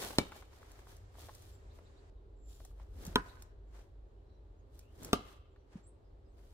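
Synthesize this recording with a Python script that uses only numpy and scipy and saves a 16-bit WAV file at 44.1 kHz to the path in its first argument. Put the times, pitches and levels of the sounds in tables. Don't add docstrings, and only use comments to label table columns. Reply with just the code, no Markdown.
import sys
import numpy as np
from scipy import signal
from scipy.fft import rfft, irfft, next_fast_len
from scipy.io import wavfile
from scipy.ndimage import uniform_filter1d, map_coordinates

SR = 44100
rng = np.random.default_rng(int(sys.argv[2]) if len(sys.argv) > 2 else 0)


def put_to_file(sound):
    columns = np.atleast_2d(sound).T
    safe = np.clip(columns, -1, 1)
    whole_steps = np.round(safe * 32767)
    wavfile.write(sys.argv[1], SR, whole_steps.astype(np.int16))


N = 288149


def amp(db):
    return 10 ** (np.asarray(db) / 20)

def unit(x):
    return x / np.sqrt(np.mean(x ** 2) + 1e-20)

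def along(points, hz):
    f, v = np.transpose(points)
    return np.interp(np.log(hz + 1), np.log(f + 1), v)

def wobble(rate):
    points = rng.standard_normal(int(N * rate / SR) + 4)
    return map_coordinates(points, [np.arange(N) * rate / SR])

def filtered(x, response):
    n = x.shape[-1]
    m = next_fast_len(n + 8192)
    return irfft(rfft(x, m) * response(np.fft.rfftfreq(m, 1 / SR)), m)[..., :n]

def hiss(spectrum, size):
    return unit(filtered(rng.standard_normal(size), lambda hz: amp(along(spectrum, hz))))

def fade(t, t60):
    return amp(-60 * t / t60)

def ring(t, hz, t60):
    t = np.maximum(t, 0)
    return np.sin(2 * np.pi * hz * t) * fade(t, t60)

def add(track, s, x):
    i = max(0, round(s * SR))
    track[..., i:i + x.shape[-1]] += x[..., :N - i]

def placed(x, lag):
    return filtered(x, lambda hz: np.exp(np.outer([-1j, 1j], np.pi * hz * lag)))

def hushed(before_db, after_db, hush_s=2.1):
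    return amp(np.where(np.arange(N) / SR < hush_s, before_db, after_db))

# f/Hz, likeness (1 = the same)
FAR_ALIKE = [(60, 0.91), (130, 0.93), (290, 0.72), (640, 0.27), (1410, -0.38), (3100, 0.19), (6820, -0.02),
             (15000, -0.31)]
NEAR_ALIKE = [(100, 1), (700, 0.36), (1400, 0.049), (3100, -0.23), (7000, -0.13)]
def rush(spectrum, alike):
    def shape(hz):
        turn = np.arccos(np.clip(along(alike, hz), -1, 1)) / 2
        return amp(along(spectrum, hz)) * [np.cos(turn), np.sin(turn)]
    mid, side = filtered(rng.standard_normal((2, N)), shape)
    return unit(np.array([mid + side, mid - side]))


# t/s, deep rumble level/dB, upper rumble level/dB
GUSTS = [(0.0, -61.5, -60), (0.51, -60, -64), (1.27, -61, -57.5), (2.36, -57.5, -66.5), (3.11, -52, -57.5),
         (3.67, -57, -65), (5.38, -62, -63), (5.73, -65.5, -65.5), (6.53, -57, -64)]
# f/Hz, level/dB
DEEP_RUMBLE = [(15, -29), (30, -10), (42, -2.5), (50, 3), (62, -9), (90, -27), (200, -64), (1000, -120)]
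UPPER_RUMBLE = [(30, -25.5), (60, -3), (76, 4), (105, -1.5), (135, -18.5), (300, -44.5), (1500, -120)]
TREETOPS = [(76, -41.5), (130, -12), (162, -11), (194, -15.5), (321, -7.5), (355, -10.5), (392, -3),
            (480, -12), (530, -11.5), (702, -16.5), (1230, -25), (2300, -36), (4110, -37), (5340, -44.5),
            (15800, -58.5)]
def wind(steadiness=0.22, boost_db=2, treetops_db=-66.5, gust_share=0.12):
    when, *levels = np.transpose(GUSTS)
    deep_db, upper_db = [np.interp(np.arange(N) / SR, when, level) for level in levels]
    deep = rush(DEEP_RUMBLE, alike=[(50, .98)])
    swell = np.sqrt(np.abs(uniform_filter1d(deep[0] ** 2, size=SR // 8)) + 1e-6)
    deep = amp(deep_db + boost_db) * unit(deep / swell ** steadiness)
    upper = amp(upper_db + boost_db) * rush(UPPER_RUMBLE, alike=[(90, 0.97)])
    sway_db = gust_share * (deep_db - deep_db.mean()) + 0.85 * wobble(2)
    return deep + upper + amp(treetops_db + sway_db) * rush(TREETOPS, FAR_ALIKE)

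# f/Hz, level/dB
LEAVES = [(150, -8.5), (400, 1), (900, -3.5), (1600, -7), (3000, -14.5), (8000, -20.5), (16000, -47)]
def stirring_leaves():
    return hushed(before_db=-70.5, after_db=-92) * rush(LEAVES, FAR_ALIKE)

# f/Hz, level/dB
TWITTER = [(1500, -34.5), (3000, -3), (4400, -1.5), (6300, -6), (7500, 3.5), (8600, -16), (14000, -17)]
def flock():
    return hushed(before_db=-86, after_db=-99) * amp(1.6 * wobble(20)) * rush(TWITTER, FAR_ALIKE)

# t/s, half-length/s, air level/dB, cloth level/dB, leaf level/dB
THROWS = [(0.025, 0.087, -56, -51, -43.5), (3.057, 0.065, -55, -66, -56), (5.056, 0.044, -52, -63, -58)]
# t/s, hold/s, cloth level/dB, leaf level/dB
STEPS = [(0.36, 0.012, -60, -55.5), (0.54, 0.27, -71, -64.5), (0.893, 0.036, -64.5, -63),
         (1.192, 0.068, -60, -62), (1.309, 0.2, -67, -72), (1.75, 0.021, -74.5, -73),
         (2.496, 0.17, -69.5, -79), (2.793, 0.042, -80, -69), (3.4, 0.017, -74.5, -64),
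         (3.754, 0.046, -74.5, -63), (4.755, 0.058, -75, -75.5), (5.732, 0.045, -87.5, -64),
         (6.383, 0.15, -77.5, -74.5)]
def motion(wind_up_db_per_s=137, settle_db_per_s=92.5, lurch_after_s=0.23, lurch_width_s=0.051,
           step_rise_s=0.029, step_fall_s=0.046):
    t = np.arange(N) / SR
    air, cloth, leaves = np.zeros((3, N))
    for s, width, air_db, cloth_db, leaf_db in THROWS:
        arm = np.exp(-((t - s) / width) ** 2 / 2)
        body = amp(-np.maximum(wind_up_db_per_s * (s - t), settle_db_per_s * (t - s)))
        lurch = np.exp(-((t - s - lurch_after_s) / lurch_width_s) ** 2 / 2)
        air += amp(air_db) * arm
        cloth += amp(cloth_db) * (arm + amp(-3) * body) + amp(-70) * lurch
        leaves += amp(leaf_db) * body + amp(-63) * lurch
    for s, hold, cloth_db, leaf_db in STEPS:
        step = np.exp(np.minimum(t - s, 0) / step_rise_s - np.maximum(t - s - hold, 0) / step_fall_s)
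        cloth = np.hypot(cloth, amp(cloth_db) * step)
        leaves = np.hypot(leaves, amp(leaf_db) * step)
    return air, cloth, leaves

def crackle(rate, t60, scatter_db=4.5):
    moments = rng.random(N) < rate / SR
    sizes = amp(scatter_db * np.clip(rng.standard_normal(N), -2, 2))
    return unit(signal.lfilter([1], [1, -fade(1 / SR, t60)], moments * sizes))

# f/Hz, level/dB
CLOTH = [(710, -37.5), (1200, -9), (2130, -14.5), (3000, -6), (3200, -3.5), (6890, -7.5), (14800, -9.5),
         (15800, -16)]
# f/Hz, level/dB
AIR = [(40, -13), (170, 0), (400, -1.5), (900, -16), (1700, -24.5), (4000, -45), (12000, -81.5)]
def thrower(crinkle_db=2.0, creases_db=-14, snaps_db=-12):
    air, cloth, leaves = motion()
    creases = amp(creases_db) * crackle(rate=36, t60=.008)
    snaps = amp(snaps_db) * crackle(rate=14, t60=0.026)
    rubbing = rush(CLOTH, NEAR_ALIKE) * (amp(crinkle_db * wobble(500) + 1.3 * wobble(38)) + creases)
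    rustling = rush(LEAVES, NEAR_ALIKE) * (amp(1.5 * wobble(120)) + snaps)
    return cloth * unit(rubbing) + leaves * unit(rustling) + air * rush(AIR, NEAR_ALIKE)

# t/s, level/dB, f/Hz
TWIGS = [(0.133, -38.5, 870), (0.32, -33.5, 1404), (0.362, -44, 890), (0.424, -43.5, 1440),
         (0.629, -46, 1320), (0.87, -46.5, 1090), (1.153, -47.5, 1090), (1.184, -43, 730),
         (1.286, -36.5, 860), (1.293, -40, 1070), (1.788, -45, 815), (2.603, -41, 616), (2.652, -50, 790),
         (2.712, -51, 664), (2.799, -49, 1060), (5.561, -54, 1313)]
def twigs(gain_db=-7, t60=.026):
    out = np.zeros(N)
    t = np.arange(SR // 8) / SR
    for s, db, hz in TWIGS:
        tone = [(hz / 4, -22), (hz * 0.46, -4), (hz, 0), (hz * 1.1, -4), (hz * 2, -19), (hz * 12, -40)]
        add(out, s, amp(db + gain_db) * hiss(tone, len(t)) * fade(t, t60))
    return out

# f/Hz, fade time/s
ECHO_FADE = [(100, 0.45), (400, 0.39), (1200, 0.72), (3000, 0.9), (12000, 0.16)]
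def forest(x, near_db, far_db, near_t60=0.13):
    t = np.arange(SR) / SR
    grains = rng.standard_normal((2, SR)) * amp(9 * rng.standard_normal(SR))
    hz, when, bands = signal.stft(grains, SR, nperseg=256)
    turn = np.arccos(np.clip(along(FAR_ALIKE, hz), -1, 1))[:, None] / 2
    bands = bands * fade(when, along(ECHO_FADE, hz)[:, None]) * [np.cos(turn), np.sin(turn)]
    mid, side = signal.istft(bands, SR, nperseg=256)[1][:, :SR]
    far = np.array([mid + side, mid - side]) * (1 - np.exp(-(t / 0.0023) ** 2))
    near = far * fade(t, near_t60)
    tail = amp(near_db) * near / np.linalg.norm(near[0]) + amp(far_db) * far / np.linalg.norm(far[0])
    return signal.fftconvolve(x[None], tail, axes=1)

def bounce(hz, db, delay_s, cut_hz):
    return amp(db) * np.exp(-2j * np.pi * hz * delay_s) / (1 + (hz / cut_hz) ** 2)

# t/s, thud level/dB, bite level/dB, splinter level/dB, ground echo delay/s,
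# ground echo level/dB, nearest trunk's echo level/dB, forest echo level/dB
STRIKES = [(0.1865, -15, -30.5, -24.5, 0.0034, -11, -65, -19.5),
           (3.1595, -17.5, -35.5, -33, 0.0043, -9, -13.5, -21.5),
           (5.1324, -16.5, -29.5, -24.5, 0.004424, -5, -15, -19)]
# f/Hz, level/dB
BITE = [(300, -11), (1400, -1), (2100, -6.5), (2900, -2), (4200, 0), (6500, -6.5), (8000, -4.5),
        (10000, -4.5), (15500, -13)]
SPLINTER = [(200, -1), (900, 3), (1500, -3.5), (2000, -7.5), (2700, -6.5), (3800, 0.5), (6000, -11.5),
            (10000, -15.5), (15500, -23.5)]
# f/Hz, level/dB
CLINKS = [
    [(3580, -23.5), (4215, -18), (5205, -22.5), (7500, -28)],
    [(2570, -31.5), (3260, -18), (3800, -20), (5560, -29)],
    [(2650, -34.5), (3746, -19.5), (5500, -31.5), (7790, -35)],
]
# f/Hz, level/dB, fade time/s
LOG_TONES = [(88, -32.5, 0.046), (182, -15.5, 0.047), (280, -5.5, .024), (408.8, -7.5, 0.038),
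             (525, -8.5, 0.016), (770, -16, 0.011), (1050, -23.5, 0.011), (1350, -14, 0.018)]
# f/Hz, level/dB, fade time/s
NAIL_TONES = [
    [(573, -22.5, 0.012), (880, -38.5, 0.024), (1410, -40.5, 0.035), (2294, -34.5, 0.12)],
    [(1010, -22, 0.055), (1010, -26.5, 0.016), (1248, -29.5, 0.082), (1462, -24, 0.032), (1540, -28, 0.014)],
    [(735, -25.5, .03), (1020, -31, 0.0237), (1196, -19.5, 0.028), (2100, -31, 0.016)],
]
def nail_strikes(bite_s=.0019, sink_s=.009, sink_db=-10, spray_db=-6):
    out = np.zeros((2, N))
    t = np.arange(SR // 4) / SR
    ring_after_stop = lambda tones: sum(amp(db) * ring(t - bite_s, hz, t60) for hz, db, t60 in tones)
    for strike, nail_tones, clinks, side in zip(STRIKES, NAIL_TONES, CLINKS, (-1, 1, 1)):
        s, thud_db, bite_db, splinter_db, ground_s, ground_db, trunk_db, forest_db = strike
        entering = np.exp(-(t / bite_s) ** 4) + amp(sink_db) * np.exp(-(t / sink_s) ** 4)
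        bite = amp(bite_db) * hiss(BITE, len(t)) * entering
        clink = sum(amp(db) * ring(t, hz, t60=0.013) for hz, db in clinks)
        splinter = amp(splinter_db) * hiss(SPLINTER, len(t)) * fade(t, t60=0.03)
        push = -.45 * np.sin(np.pi * np.minimum(t / bite_s, 1))
        thud = amp(thud_db) * (push + ring_after_stop(LOG_TONES))
        body = splinter + thud + ring_after_stop(nail_tones)
        paths = lambda hz: (1 + bounce(hz, ground_db, ground_s, cut_hz=4500)
                            + bounce(hz, trunk_db, delay_s=0.0089, cut_hz=980))
        add(out, s - bite_s, placed(filtered(bite + clink + body, paths), lag=side * .00014))
        spray = amp(bite_db + spray_db) * hiss(BITE, len(t)) * fade(t, t60=0.068)
        add(out, s - bite_s, forest(body + spray, near_db=-12.0, far_db=forest_db))
    return out

# t/s, level/dB
TICKS = [(0.717, -51), (0.967, -54), (1.35, -45.5), (1.422, -53), (2.65, -45.5), (3.052, -40.5),
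         (3.066, -39), (3.423, -44.5), (4.792, -46.5), (5.032, -42), (5.047, -35)]
def ticks(gain_db=-4, t60=0.023):
    out = np.zeros(N)
    t = np.arange(SR // 8) / SR
    tone = [(800, -5.5), (3000, -5.0), (7000, 9), (12000, -0.5), (15000, -4.5)]  # f/Hz, level/dB
    for s, db in TICKS:
        add(out, s, amp(db + gain_db) * hiss(tone, len(t)) * fade(t, t60))
    return out

# t/s, length/s, level/dB
WHISTLES = [(1.524, 0.031, -75), (1.837, 0.022, -80), (1.966, 0.038, -91), (2.36, 0.23, -77.5)]
# t/s, level/dB
CHIRPS = [(1.694, -73.5), (1.846, -75), (1.958, -73.5), (3.278, -70)]
# t/s, start f/Hz, end f/Hz, level/dB
SLIDES = [(4.232, 4170, 3960, -90.5), (4.775, 2286, 3210, -85.5)]
# t/s into the call, f/Hz
FLICK = [(0, 7280), (0.033, 7830), (.046, 9500), (.066, 7370)]
def birds(whistle_hz=7400, sag_hz_per_s=1400, stray_count=60, stray_hz=4770, stray_s=0.046):
    pure, rough, raspy = 0.0045, 0.028, 0.07
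    notes = [(s, db, pure, [(0, whistle_hz), (held, whistle_hz - sag_hz_per_s * held)])
             for s, held, db in WHISTLES]
    notes += [(s, db, raspy, [(0, 3450), (0.03, 4750)]) for s, db in CHIRPS]
    notes += [(s, db, rough, [(0, start_hz), (0.16, end_hz)]) for s, start_hz, end_hz, db in SLIDES]
    notes += [(5.829, -72, pure, FLICK)]
    strays = rng.uniform([0, -1, -1, -1], [N / SR - stray_s, 1, 1, 1], (stray_count, 4))
    for s, pitch, glide, loudness in strays:
        hz = stray_hz * 2 ** (0.76 * pitch)
        notes.append((s, -96 + 3 * loudness, rough, [(0, hz), (stray_s, hz * 2 ** (0.098 * glide))]))
    song, flutter = np.zeros(N), wobble(680)
    for s, db, tremble, path in notes:
        when, pitch = np.transpose(path)
        t = np.arange(int(when[-1] * SR)) / SR
        hz = np.interp(t, when, pitch) * (1 + tremble * flutter[:len(t)])
        swell = np.sqrt(np.abs(np.sin(np.pi * t / when[-1])))
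        add(song, s, amp(db) * swell * np.sin(2 * np.pi * np.cumsum(hz) / SR))
    song *= amp(3.8 * wobble(170))
    return amp(-9) * song + forest(song, near_db=3.5, far_db=-8)[:, :N]

# t/s, level/dB, f/Hz
HEELS = [(3.076, -36, 165), (5.755, -36, 191)]
def heels(gain_db=7.0, rise_s=0.0027):
    out = np.zeros(N)
    t = np.arange(SR // 8) / SR
    for s, db, hz in HEELS:
        add(out, s, amp(db + gain_db) * ring(t, hz, t60=.04) * (1 - np.exp(-t / rise_s)))
    return out


def scene():
    nearby = nail_strikes() + thrower()
    small_sounds = twigs() + ticks() + heels()
    nearby += placed(small_sounds, lag=-0.000074)
    nearby += forest(small_sounds, near_db=-14.5, far_db=-25.5)[:, :N]
    lean_left = amp([[.3], [-.3]])
    return nearby * lean_left + birds() + flock() + wind() + stirring_leaves()

def record(dry, top_hz=15850):
    return filtered(dry, lambda hz: 1 / (1 + (hz / top_hz) ** 160))


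dry = scene()
out = record(dry)
put_to_file(out)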